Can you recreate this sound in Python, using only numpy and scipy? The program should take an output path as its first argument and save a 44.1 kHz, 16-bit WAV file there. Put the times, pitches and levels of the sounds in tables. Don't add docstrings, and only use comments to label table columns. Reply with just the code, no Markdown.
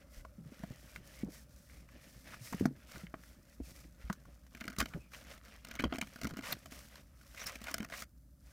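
import sys
import numpy as np
from scipy import signal
from scipy.fft import rfft, irfft, next_fast_len
from scipy.io import wavfile

SR = 44100
rng = np.random.default_rng(int(sys.argv[2]) if len(sys.argv) > 2 else 0)


def waveform_to_disk(signal):
    frames = np.transpose(np.atleast_2d(signal))
    scaled = np.clip(frames, -1, 1) * 32767
    samples = np.round(scaled).astype(np.int16)
    wavfile.write(sys.argv[1], SR, samples)


N = 375732

LIFT_S = 4.3
CUT_S = 8.045


def from_db(db):
    return 10 ** (np.asarray(db) / 20)


def rms_one(x):
    return x / np.sqrt(np.mean(x ** 2) + 1e-20)


def in_time(rows):
    s, values = np.transpose(rows)
    return np.interp(np.arange(N) / SR, s, values)


def add(track, s, sound):
    start = int(np.clip(round(s * SR), 0, N - 1))
    track[start:start + len(sound)] += sound[:N - start]


def colour(x, spectrum):
    hz, level_db = np.transpose(spectrum)
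    size = next_fast_len(N)
    bins = np.maximum(np.fft.rfftfreq(size, 1 / SR), 1)
    gain = from_db(np.interp(np.log(bins), np.log(hz), level_db))
    gain = gain * np.minimum(bins / hz[0], 1) ** 2
    return rms_one(irfft(rfft(x, size) * gain, size)[:N])


def drift(per_s):
    knots = rng.standard_normal(8192)
    return rms_one(np.interp(np.arange(N) / SR * per_s, np.arange(len(knots)), knots))


def grains(per_s, spread_db):
    sizes = from_db(spread_db * np.minimum(rng.exponential(1, N), 3.8)) * rng.choice([-1, 1], N)
    return rms_one(sizes * (rng.random(N) < per_s / SR))


def fade(t, t60):
    return np.exp(-np.log(1000) * t / t60)


def burst(x, level_db):
    return from_db(level_db) * x / np.sqrt(np.sum(x ** 2) / (.006 * SR) + 1e-20)


def evened(x):
    spectrum = rfft(x)
    return irfft(spectrum / (np.abs(spectrum) + 1e-20), len(x))


def resonance(x, hz, width_hz):
    r, w = np.exp(-np.pi * width_hz / SR), 2 * np.pi * hz / SR
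    return signal.lfilter([1, 0, -1], [1, -2 * r * np.cos(w), r * r], x) * (1 - r * r) / 2


def rough_tone_filter(x, width_hz):
    return signal.lfilter([1], [1, -np.exp(-np.pi * width_hz / SR)], x)


def pocket(t, hz, t60, sag, sag_s, rise_s):
    pitch = hz * (1 + sag * (np.exp(-t / sag_s) - .5))
    wave = np.sin(2 * np.pi * np.cumsum(pitch) / SR) * fade(t, t60) * (1 - np.exp(-t / rise_s))
    return -wave / np.max(np.abs(wave))


def bubbles(per_s, low_hz, high_hz, cycles, glide):
    out = np.zeros(N)
    for when, pitch in rng.random((int(per_s * N / SR), 2)):
        hz = low_hz * (high_hz / low_hz) ** pitch
        age = np.arange(0, 1, hz / (cycles * SR))
        ring = np.sin(2 * np.pi * cycles * age * (1 + glide * age)) * fade(age, 1)
        add(out, when * N / SR, ring)
    return rms_one(out)


# pitch_hz, relative level_db (per Hz)
ROOM = [(15, -61), (25, -41), (43, -10.5), (64, -1), (82, -13.5), (123, -14), (161, -15), (285, -20.5),
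        (416, -42), (620, -42.5), (1020, -50), (3500, -54), (14800, -45.5), (16000, -56.5)]
# time_s, level_db
DRONE_LEVEL = [(0, -71.5), (6, -85.5)]


def room(air_db=-61.5, hum_hz=56.1, hum_db=-64, waver_db=2.0, drone_hz=567, drone_width_hz=65):
    t = np.arange(N) / SR
    hum = np.sqrt(2) * np.sin(2 * np.pi * hum_hz * t + 0.23 * drift(15))
    hum = hum * from_db(hum_db + waver_db * drift(17.0))
    drone = np.sin(2 * np.pi * drone_hz * t + drift(drone_width_hz))
    drone = np.sqrt(2) * drift(2 * drone_width_hz) * drone * from_db(in_time(DRONE_LEVEL))
    return hum + drone + from_db(air_db) * colour(rng.standard_normal(N), ROOM)


def faint_hiss(level_db=-80.5):
    hiss = [(30, -15.5), (500, -3.5), (2500, -15), (6000, 4.0), (16000, 11.5)]  # pitch_hz, relative level_db
    return from_db(level_db) * colour(rng.standard_normal(N), hiss)


def tub(echo_db=-13, t60=0.092, first_s=0.002144, dull_hz=4500):
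    t = np.arange(SR // 4) / SR
    echoes = rng.standard_normal(len(t)) * fade(t, t60) * (t > first_s)
    echoes /= np.sqrt(np.sum(echoes ** 2))
    dull = signal.sosfilt(signal.butter(1, dull_hz, fs=SR, output="sos"), echoes)
    return (t == 0) + from_db(echo_db) * dull


def faint_treble(x, level_db):
    treble = signal.sosfilt(signal.butter(5, 4200, "high", fs=SR, output="sos"), x)
    return from_db(level_db) * np.roll(treble, SR // 1000)


# start_s, swell_s, ebb_s, sliding rubber effort_db, crushed foam effort_db
STROKES = [(0, 0.0015, 0.046, -64.5, -73), (0.091, 0.085, 0.054, -65, -59.5), (.42, 0.21, 0.18, -64, -65.5),
           (.66, 0.25, 0.11, -64.5, -61), (0.841, 0.089, 0.62, -69.5, -108), (1.02, 0.13, 0.13, -63, -59),
           (1.288, 0.062, 0.11, -62.5, -56), (1.49, 0.05, 0.29, -75, -64),
           (1.68, 0.041, 0.16, -66.5, -63.5), (1.875, 0.049, 0.21, -64.5, -69.5),
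           (1.98, 0.085, 0.32, -67, -60.5), (2.228, 0.081, 0.13, -57, -60.5),
           (2.385, 0.1, 0.051, -60, -49.5), (2.5, 0.056, 0.14, -57, -57), (2.75, 0.06, 0.078, -66.5, -69),
           (2.85, 0.085, 0.15, -57, -58), (3.132, 0.14, 0.13, -67, -62.5), (3.44, 0.083, 0.054, -70.5, -67),
           (3.611, 0.095, 0.021, -63, -55), (3.7, 0.075, 0.13, -65, -59.5), (3.98, 0.042, 0.21, -63.5, -68),
           (4.23, 0.065, 0.092, -71.5, -86), (4.5, 0.04, 0.23, -65, -73), (4.78, 0.048, 0.24, -67, -64.5),
           (5.1, 0.064, 0.099, -58, -58.5), (5.242, 0.065, 0.091, -56, -59.5),
           (5.419, 0.058, 0.18, -58, -67), (5.619, 0.084, 0.16, -60.5, -86),
           (6.01, 0.017, 0.37, -61, -63.5), (6.42, 0.1, 0.024, -43.5, -46.5),
           (6.53, 0.035, 0.21, -63.5, -64), (6.699, 0.018, 0.23, -56.5, -55.5),
           (6.86, 0.095, 0.095, -61, -61.5), (7.101, 0.41, 0.092, -62.5, -60),
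           (7.36, 0.13, 0.17, -55.5, -68), (7.6, 0.073, 0.13, -54.5, -59),
           (7.892, 0.076, 0.075, -50.5, -52), (8.38, 0.2, 0.17, -65, -64.5)]


def effort(rest_slide_db=-71, rest_crush_db=-74, after_cut_db=-7.5):
    t = np.arange(N) / SR
    creep = from_db(after_cut_db * (t > CUT_S))
    power = (from_db([[rest_slide_db], [rest_crush_db]]) * creep) ** 2
    for s, swell_s, ebb_s, slide_db, crush_db in STROKES:
        age = np.arange(int((swell_s + ebb_s) * SR)) / SR
        arch = np.sin(np.interp(age, [0, swell_s, swell_s + ebb_s], [0, np.pi / 2, np.pi]))
        add(power[0], s, (from_db(slide_db) * arch) ** 2)
        add(power[1], s, (from_db(crush_db) * arch) ** 2)
    return 10 * np.log10(power)


# time_s, pitch_hz
GAP_HZ = [(0.3, 1510), (0.42, 1360), (1.13, 1990), (1.6, 1530), (1.65, 1860), (3.1, 1560), (3.11, 1290),
          (3.49, 1940), (4.22, 1450), (4.4, 1890)]


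def wander(x, swing=0.11, per_s=11, width_hz=130, ring_db=-8.0, upper_ratio=1.4, upper_db=-3):
    out = x
    for ratio, level_db in ((1, ring_db), (upper_ratio, ring_db + upper_db)):
        hz = ratio * in_time(GAP_HZ) * np.exp(swing * drift(per_s))
        turn = np.exp(2j * np.pi * np.cumsum(hz) / SR)
        ring = np.real(turn * rough_tone_filter(x / turn, width_hz))
        out = out + from_db(level_db) * rms_one(ring) * (np.arange(N) / SR < LIFT_S)
    return rms_one(out)


def dulled(x, effort_db, brisk_db=-65, dull_hz=1700):
    dull = signal.sosfiltfilt(signal.butter(3, dull_hz, fs=SR, output="sos"), x)
    return dull + (x - dull) * from_db(np.minimum(effort_db - brisk_db, 0))


# pitch_hz, relative level_db (per Hz)
SPRAY = [(2000, -18), (4000, 4.5), (6000, 8.5), (8000, 3), (10500, 0), (13000, -2), (14800, 6),
         (16500, -18.5)]


def fine_spray(per_s, spread_db):
    return colour(grains(per_s, spread_db), SPRAY)


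# pitch_hz, relative level_db (per Hz)
FIZZ = [(1500, -3), (3000, -3.5), (5400, 6), (7000, 2), (10000, 0.5), (12500, 0.5), (15500, -3.5),
        (16300, -19.5)]
# pitch_hz, relative level_db (per Hz)
SHEAR = [(300, -19), (570, 6), (830, -5.5), (1200, -5.5), (2100, -2), (3200, -6.5), (4300, -10),
         (5600, -10), (8000, -26.5), (14000, -36)]


def foam(slide_db, crush_db, fizz_gain_db=-5.0, shear_gain_db=-3.5, fizz_flutter_db=1.6,
         shear_flutter_db=2.26, crackle_db=-7, ticks_db=-10):
    fizz = colour(grains(14000, spread_db=-1.0), FIZZ)
    fizz = fizz * from_db(crush_db + fizz_gain_db + fizz_flutter_db * drift(110))
    shear = wander(colour(grains(1200, spread_db=-3.5), SHEAR))
    shear = shear * from_db(slide_db + shear_gain_db + shear_flutter_db * drift(70))
    crackle = bubbles(per_s=380, low_hz=1105, high_hz=3600, cycles=29, glide=0.11)
    crackle = crackle * from_db(slide_db + crackle_db)
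    ticks = fine_spray(120, spread_db=4.0) * from_db((crush_db + slide_db) / 2 + ticks_db)
    return fizz + dulled(shear + crackle, slide_db) + ticks


# pitch_hz, relative level_db (per Hz)
GURGLE = [(80, -1.5), (140, 5), (280, -2.5), (430, -8), (570, -7), (750, -16), (3000, -51.5)]


def slosh(slide_db, stirred_db=-3, lifted_db=-13, wake_db=-21, wake_t60=0.4, wake_top_db=-31,
          lumps_db=5.5, gloops_db=2):
    t = np.arange(N) / SR
    power = from_db(slide_db + np.where(t < LIFT_S, stirred_db, lifted_db)) ** 2
    wake = fade(t[:SR // 2], wake_t60)
    large_pockets = [row[:2] for row in PLOPS] + [(row[0], row[-1]) for row in SNAPS]
    for s, level_db in large_pockets:
        add(power, s, (from_db(min(level_db, wake_top_db) + wake_db) * wake) ** 2)
    gurgle = colour(grains(300, spread_db=2.0), GURGLE)
    gloops = bubbles(per_s=61, low_hz=126.0, high_hz=322, cycles=11, glide=-0.077)
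    wet = rms_one(gurgle + from_db(gloops_db) * gloops)
    return wet * np.sqrt(power) * from_db(lumps_db * drift(28))


# start_s, note's peak level_db, middle pitch_hz, 60 dB decay_s
PLOPS = [(0.382, -44.5, 205, 0.1), (0.404, -45, 175, 0.099), (0.458, -43.5, 159, 0.13),
         (0.52, -45, 250, 0.032), (0.599, -49, 219, 0.038), (0.6357, -34.5, 188, 0.033),
         (1.2336, -28.5, 223, 0.026), (1.248, -43, 189, 0.12), (2.41, -44.5, 131, 0.12),
         (2.544, -30, 187, 0.033), (2.6097, -21.5, 265, 0.019), (2.6203, -30, 210, 0.11),
         (2.6554, -18.5, 245, 0.025), (2.672, -32, 262, 0.091), (2.708, -39, 268, 0.059),
         (3.035, -39.5, 188, 0.066), (3.141, -43, 295, 0.01), (3.6014, -34, 274, 0.036),
         (4.0998, -27.5, 201, 0.038), (4.947, -33, 164, 0.03)]
# start_s, peak level_db, middle pitch_hz
THUDS = [(0.168, -46.5, 40), (2.603, -34.5, 92), (2.654, -32, 150.7), (3.608, -38.5, 62), (4.04, -39, 57),
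         (4.794, -36, 60), (4.948, -42.5, 75), (5.849, -34.5, 64.4), (6.238, -38.5, 68.4)]


def plops(pop_rise_s=0.0022, thud_t60=0.18, slop_ratio=1.48, slop_db=-15):
    out, t = np.zeros(N), np.arange(SR // 4) / SR
    for s, level_db, hz, t60 in PLOPS:
        note = pocket(t, hz, t60, sag=0.21, sag_s=0.0058, rise_s=pop_rise_s)
        slop = rng.standard_normal(len(t)) * fade(t, t60)
        for _ in range(2):
            slop = resonance(slop, hz * slop_ratio, hz)
        add(out, s, from_db(level_db) * (note + from_db(slop_db) * slop / np.max(np.abs(slop))))
    for s, level_db, hz in THUDS:
        add(out, s, from_db(level_db) * pocket(t, hz, thud_t60, sag=0.22, sag_s=0.031, rise_s=0.0055))
    return out


# pitch_hz, width_hz, level_db (before uneven grip)
HOLLOW = [(247, 89, 7.5), (651, 98, 3), (1068, 214, 6.5), (1444, 420, 7), (2190, 550, 5.5),
          (3150, 190, 1.5), (3650, 320, -8), (4380, 390, -6), (5400, 1100, -11.5)]


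def hollow(x, stretch, uneven_db=4.0):
    out = 0
    for k, (hz, width_hz, level_db) in enumerate(HOLLOW):
        gain = (-1) ** k * from_db(level_db + uneven_db * rng.standard_normal())
        out = out + gain * resonance(x, hz * stretch, width_hz)
    return out


# (against the ring, before spray_gain_db)
SMACKS = [(.2502, -38, 890, -22.5), (.636, -36, 720, -21), (.9607, -33, 1940, -16.5),
          (1.698, -49.5, 1880, -30), (1.889, -50.5, 1570, -14), (2.342, -39, 1520, -15),
          (2.4734, -42, 1520, -21), (2.597, -39.5, 2170, -8), (2.765, -55.5, 2180, -22),
          (3.236, -47, 1730, -10), (4.466, -55.5, 1510, -5.5), (2.5298, -33.5, 920, -13),
          (2.5340, -32.5, 1030, -28), (2.6560, -26.5, 810, -12), (2.958, -39.5, 1280, -15),
          (3.068, -41.5, 2190, -36), (3.1408, -31, 620, -33), (4.0997, -25.5, 1000, -25),
          (4.1280, -38.5, 1450, -3.5), (4.2535, -49, 1170, -14), (4.7905, -41, 496, 1),
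          (4.8127, -24, 1350, -16), (4.9370, -35.5, 1520, -37), (5.8395, -25, 680, -26)]


def smacks(spray, cycles=3.2, splat_db=-12, splat_t60=0.022, spray_gain_db=-7, spray_t60=0.032,
           splat_width=0.46):
    out, t = np.zeros(N), np.arange(2048) / SR
    for k, (s, level_db, hz, spray_db) in enumerate(SMACKS):
        ring = pocket(t, hz, cycles / hz, sag=0.082, sag_s=0.00047, rise_s=.0001)
        tear = evened(rng.standard_normal(len(t)) * fade(t, splat_t60)) * fade(t, 2 * splat_t60)
        splat = burst(resonance(hollow(tear, 0.99, uneven_db=3.5), hz, splat_width * hz), splat_db)
        mist = burst(spray[k * len(t):][:len(t)] * fade(t, spray_t60), spray_db + spray_gain_db)
        add(out, s, from_db(level_db) * (ring + splat + mist))
    return out


# start_s, length_s, level_db (before swell and sputter),
# treble_db (against the body), gap pitch_hz
SQUIRTS = [(2.315, 0.041, -53.5, -20, 1330), (4.793, 0.021, -38.5, -5, 1310),
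           (5.133, 0.024, -48.5, -10, 2460), (6.433, 0.047, -47, -13, 1889),
           (7.365, 0.089, -50.5, -8, 2080), (7.461, 0.043, -45.5, -3.5, 1474),
           (7.484, 0.025, -47.5, -14, 2040), (7.662, 0.065, -48, -13, 1220), (7.921, 0.038, -48, -28, 1810),
           (7.949, 0.097, -55, 2, 2230)]


def squirts(spray, fullness=0.52, sputter_db=3.0, low_cut_hz=520, bypass_db=-3, gap_width_hz=520):
    t, out = np.arange(N) / SR, np.zeros(N)
    low_cut = signal.butter(4, low_cut_hz, "high", fs=SR, output="sos")
    thin = signal.sosfilt(low_cut, grains(2500, spread_db=3.0))
    ringing = rms_one(hollow(thin, 1.0, uneven_db=0.0))
    body = rms_one(ringing + from_db(bypass_db) * colour(thin, SHEAR))
    body = np.roll(body, SR)
    for s, length_s, level_db, treble_db, hz in SQUIRTS:
        gate = np.sin(np.pi * np.clip((t - s) / length_s, 0, 1)) ** fullness
        gap = rms_one(resonance(thin, hz, gap_width_hz))
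        out += gate * from_db(level_db) * (rms_one(body + gap) + from_db(treble_db) * spray)
    return out * from_db(sputter_db * drift(250))


# start_s, length_s, level_db, starting pitch_hz, final pitch_hz
SQUEAKS = [(4.877, 0.11, -65, 1373, 1313), (4.934, 0.012, -57, 2410, 1300), (4.97, 0.14, -73, 2600, 2300),
           (5.788, 0.018, -39.5, 2194, 2460), (6.521, 0.013, -39.5, 4330, 3580),
           (6.522, 0.0078, -38, 13300, 13500), (7.386, 0.059, -55.5, 5310, 6240),
           (7.425, 0.03, -60, 10300, 13100), (7.454, 0.032, -46, 5340, 5360),
           (7.475, 0.051, -58.5, 1317, 1125)]


def squeaks(width_hz=170):
    out = np.zeros(N)
    for s, length_s, level_db, start_hz, end_hz in SQUEAKS:
        size = int(length_s * SR)
        noise = [1, 1j] @ rng.standard_normal((2, SR // 2))
        unsteady = rough_tone_filter(noise, width_hz)[-size:]
        phase = 2 * np.pi * np.cumsum(np.linspace(start_hz, end_hz, size)) / SR
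        whistle = np.real(unsteady * np.exp(1j * phase)) * np.hanning(size)
        add(out, s, from_db(level_db) * rms_one(whistle))
    return out


# start_s, length_s, mid-squeeze level_db (before each layer's own gain), snaps_per_s
KNEADS = [(4.533, 0.36, -57, 26.3), (5.1, 0.47, -61, 22.8), (5.636, 0.47, -53.5, 25.4),
          (6.146, 0.43, -56, 39), (7.527, 0.63, -60.5, 29)]


def tackiness(per_s=330, level_db=-8):
    t = np.arange(N) / SR
    grip = np.zeros(N)
    for s, length_s, db, _ in KNEADS:
        grip += from_db(db) * np.sin(np.pi * np.clip((t - s) / length_s, 0, 1))
    return grip * from_db(level_db) * rms_one(hollow(grains(per_s, spread_db=5.5), 0.9))


def small_snaps(spread_db=0.5, treble_db=-3.5, pocket_db=4):
    rows = []
    for s, length_s, level_db, per_s in KNEADS:
        ages = np.cumsum(rng.gamma(2, .5, size=64)) / per_s
        for age, (size, treble, air) in zip(ages, spread_db * rng.standard_normal((64, 3))):
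            if age < length_s:
                db = level_db + size + 4 * (np.sin(np.pi * age / length_s) - 1)
                rows.append((s + age, db, treble_db + treble, db + pocket_db + air))
    return rows


def bounced(x, delay_s, bounce_db=-5):
    samples = np.arange(len(x))
    return x + from_db(bounce_db) * np.interp(samples - delay_s * SR, samples, x, left=0)


# start_s, body level_db (before body_db),
# treble_db (against the body, before body_db and spray_db), peak level_db of the air pocket in the palm
SNAPS = [(2.5249, -52.5, 3, -37.5), (2.6544, -37.5, -30, -47), (4.5488, -51, -8, -47),
         (4.575, -58.5, -10, -54), (4.608, -45.5, -7, -64), (4.6142, -46.5, -21, -39.5),
         (4.6394, -49.5, -7, -53.5), (4.653, -56, -1, -42), (4.667, -61.5, -2, -55),
         (4.6786, -39.5, -9, -38), (4.7, -54, -1, -42), (4.734, -55.5, -12, -65), (4.7632, -53, -3.5, -52),
         (4.7849, -43, 6, -32.5), (4.802, -33, -4, -41), (4.8111, -36, -19, -33), (4.825, -43, -10, -31.5),
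         (4.8568, -44.5, -7, -43), (5.648, -51, 0, -50), (5.685, -55, 0, -47), (5.711, -46, -7.5, -44),
         (5.752, -48.5, -2.5, -50), (5.76, -54, -7, -52), (5.796, -38.5, -30, -34.5),
         (5.8033, -40.5, -12, -34), (5.822, -49, -5, -38.5), (5.8386, -34, -17, -24),
         (5.851, -50.5, -18, -26.5), (5.9241, -37.5, -27, -29.5), (5.936, -45.5, -18, -37.5),
         (5.9478, -47, -24, -32.5), (5.957, -46.5, -15, -48), (5.9839, -42.5, -4, -35.5),
         (6.0125, -34.5, -12.5, -35.5), (6.0237, -44.5, -18, -35), (6.1586, -50, -6.5, -49),
         (6.2137, -45.5, -3.5, -45), (6.233, -46, -0.5, -39.5), (6.2442, -45, -2, -35),
         (6.2513, -41.5, -12, -28), (6.2698, -46.5, 0, -36), (6.291, -59, 1, -49.5), (6.3073, -51, -7, -43),
         (6.337, -68, -9, -41), (6.3692, -48, -3.5, -38.5), (6.3892, -46.5, -11, -33.5),
         (6.5264, -44, 0.5, -40), (6.6576, -51, -3, -48), (6.7212, -52.5, -3, -43.5),
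         (6.955, -54.5, -4.5, -81), (7.211, -61, -6, -87), (7.346, -54, -5.5, -65),
         (7.4155, -45.5, -10, -62), (7.4665, -59.5, 18.5, -74), (7.555, -46, -5.5, -70),
         (7.6147, -52, -2.5, -47), (7.64, -51.5, 3.5, -65), (7.6679, -44.5, -13, -55),
         (7.682, -44.5, -19, -50), (7.712, -54, 8, -43), (7.741, -35, 2, -38.5), (7.781, -44, -1.5, -41),
         (7.803, -46, -9, -31), (7.8277, -48, -6, -38), (7.846, -46.5, -4.5, -46), (7.898, -52, -7, -65),
         (7.921, -45.5, -27, -44), (8.021, -44.5, -1.5, -47)]


def snaps(rows, spray, peel_s=0.0026, body_t60=0.022, spray_t60=0.011, rise_s=0.00035, body_db=1.0,
          spray_db=-1.0, grip_spread=0.027, release=9, bounce_s=0.001355, height_spread=0.062,
          palm_hz=250, palm_spread=0.1, palm_t60=0.05):
    out, t = np.zeros(N), np.arange(4096) / SR
    rise, freed = 1 - np.exp(-t / rise_s), np.maximum(t - peel_s, 0)
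    for s, level_db, treble_db, pocket_db in rows:
        slips = rng.standard_normal(len(t)) * rng.exponential(1, len(t)) * rise * fade(freed, body_t60)
        slips[int(2 * rise_s * SR)] += release
        slips = evened(slips) * rise * fade(freed, 2 * body_t60)
        delay_s = bounce_s * np.exp(height_spread * rng.standard_normal())
        ringing = hollow(slips, np.exp(grip_spread * rng.standard_normal()))
        body = burst(bounced(ringing, delay_s), level_db + body_db)
        mist = spray[rng.integers(N - len(t)):][:len(t)] * rise * fade(freed, spray_t60)
        mist = burst(bounced(mist, delay_s), level_db + treble_db + spray_db)
        hz = palm_hz * np.exp(palm_spread * rng.standard_normal())
        palm = pocket(t, hz, palm_t60, sag=0.11, sag_s=0.00278, rise_s=0.00013)
        add(out, s, body + mist + from_db(pocket_db) * palm)
    return out


def scene():
    slide_db, crush_db = effort()
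    spray = fine_spray(15000, spread_db=1.5)
    fizz = foam(slide_db, crush_db)
    bed = room() + fizz + slosh(slide_db)
    paste = plops() + smacks(spray)
    gloves = squirts(spray) + squeaks() + tackiness() + snaps(SNAPS + small_snaps(), spray)
    gloves = gloves * (np.arange(N) / SR < CUT_S)
    centre = signal.fftconvolve(gloves + paste, tub())[:N] + bed
    opposite = faint_treble(gloves, level_db=-53.0) + faint_treble(fizz, level_db=-66.0) + faint_hiss()
    return np.array([centre + opposite, centre - opposite])


def record(dry, cutoff_hz=16400):
    return signal.sosfilt(signal.ellip(10, .2, 70, cutoff_hz, fs=SR, output="sos"), dry)


dry = scene()
out = record(dry)
waveform_to_disk(out)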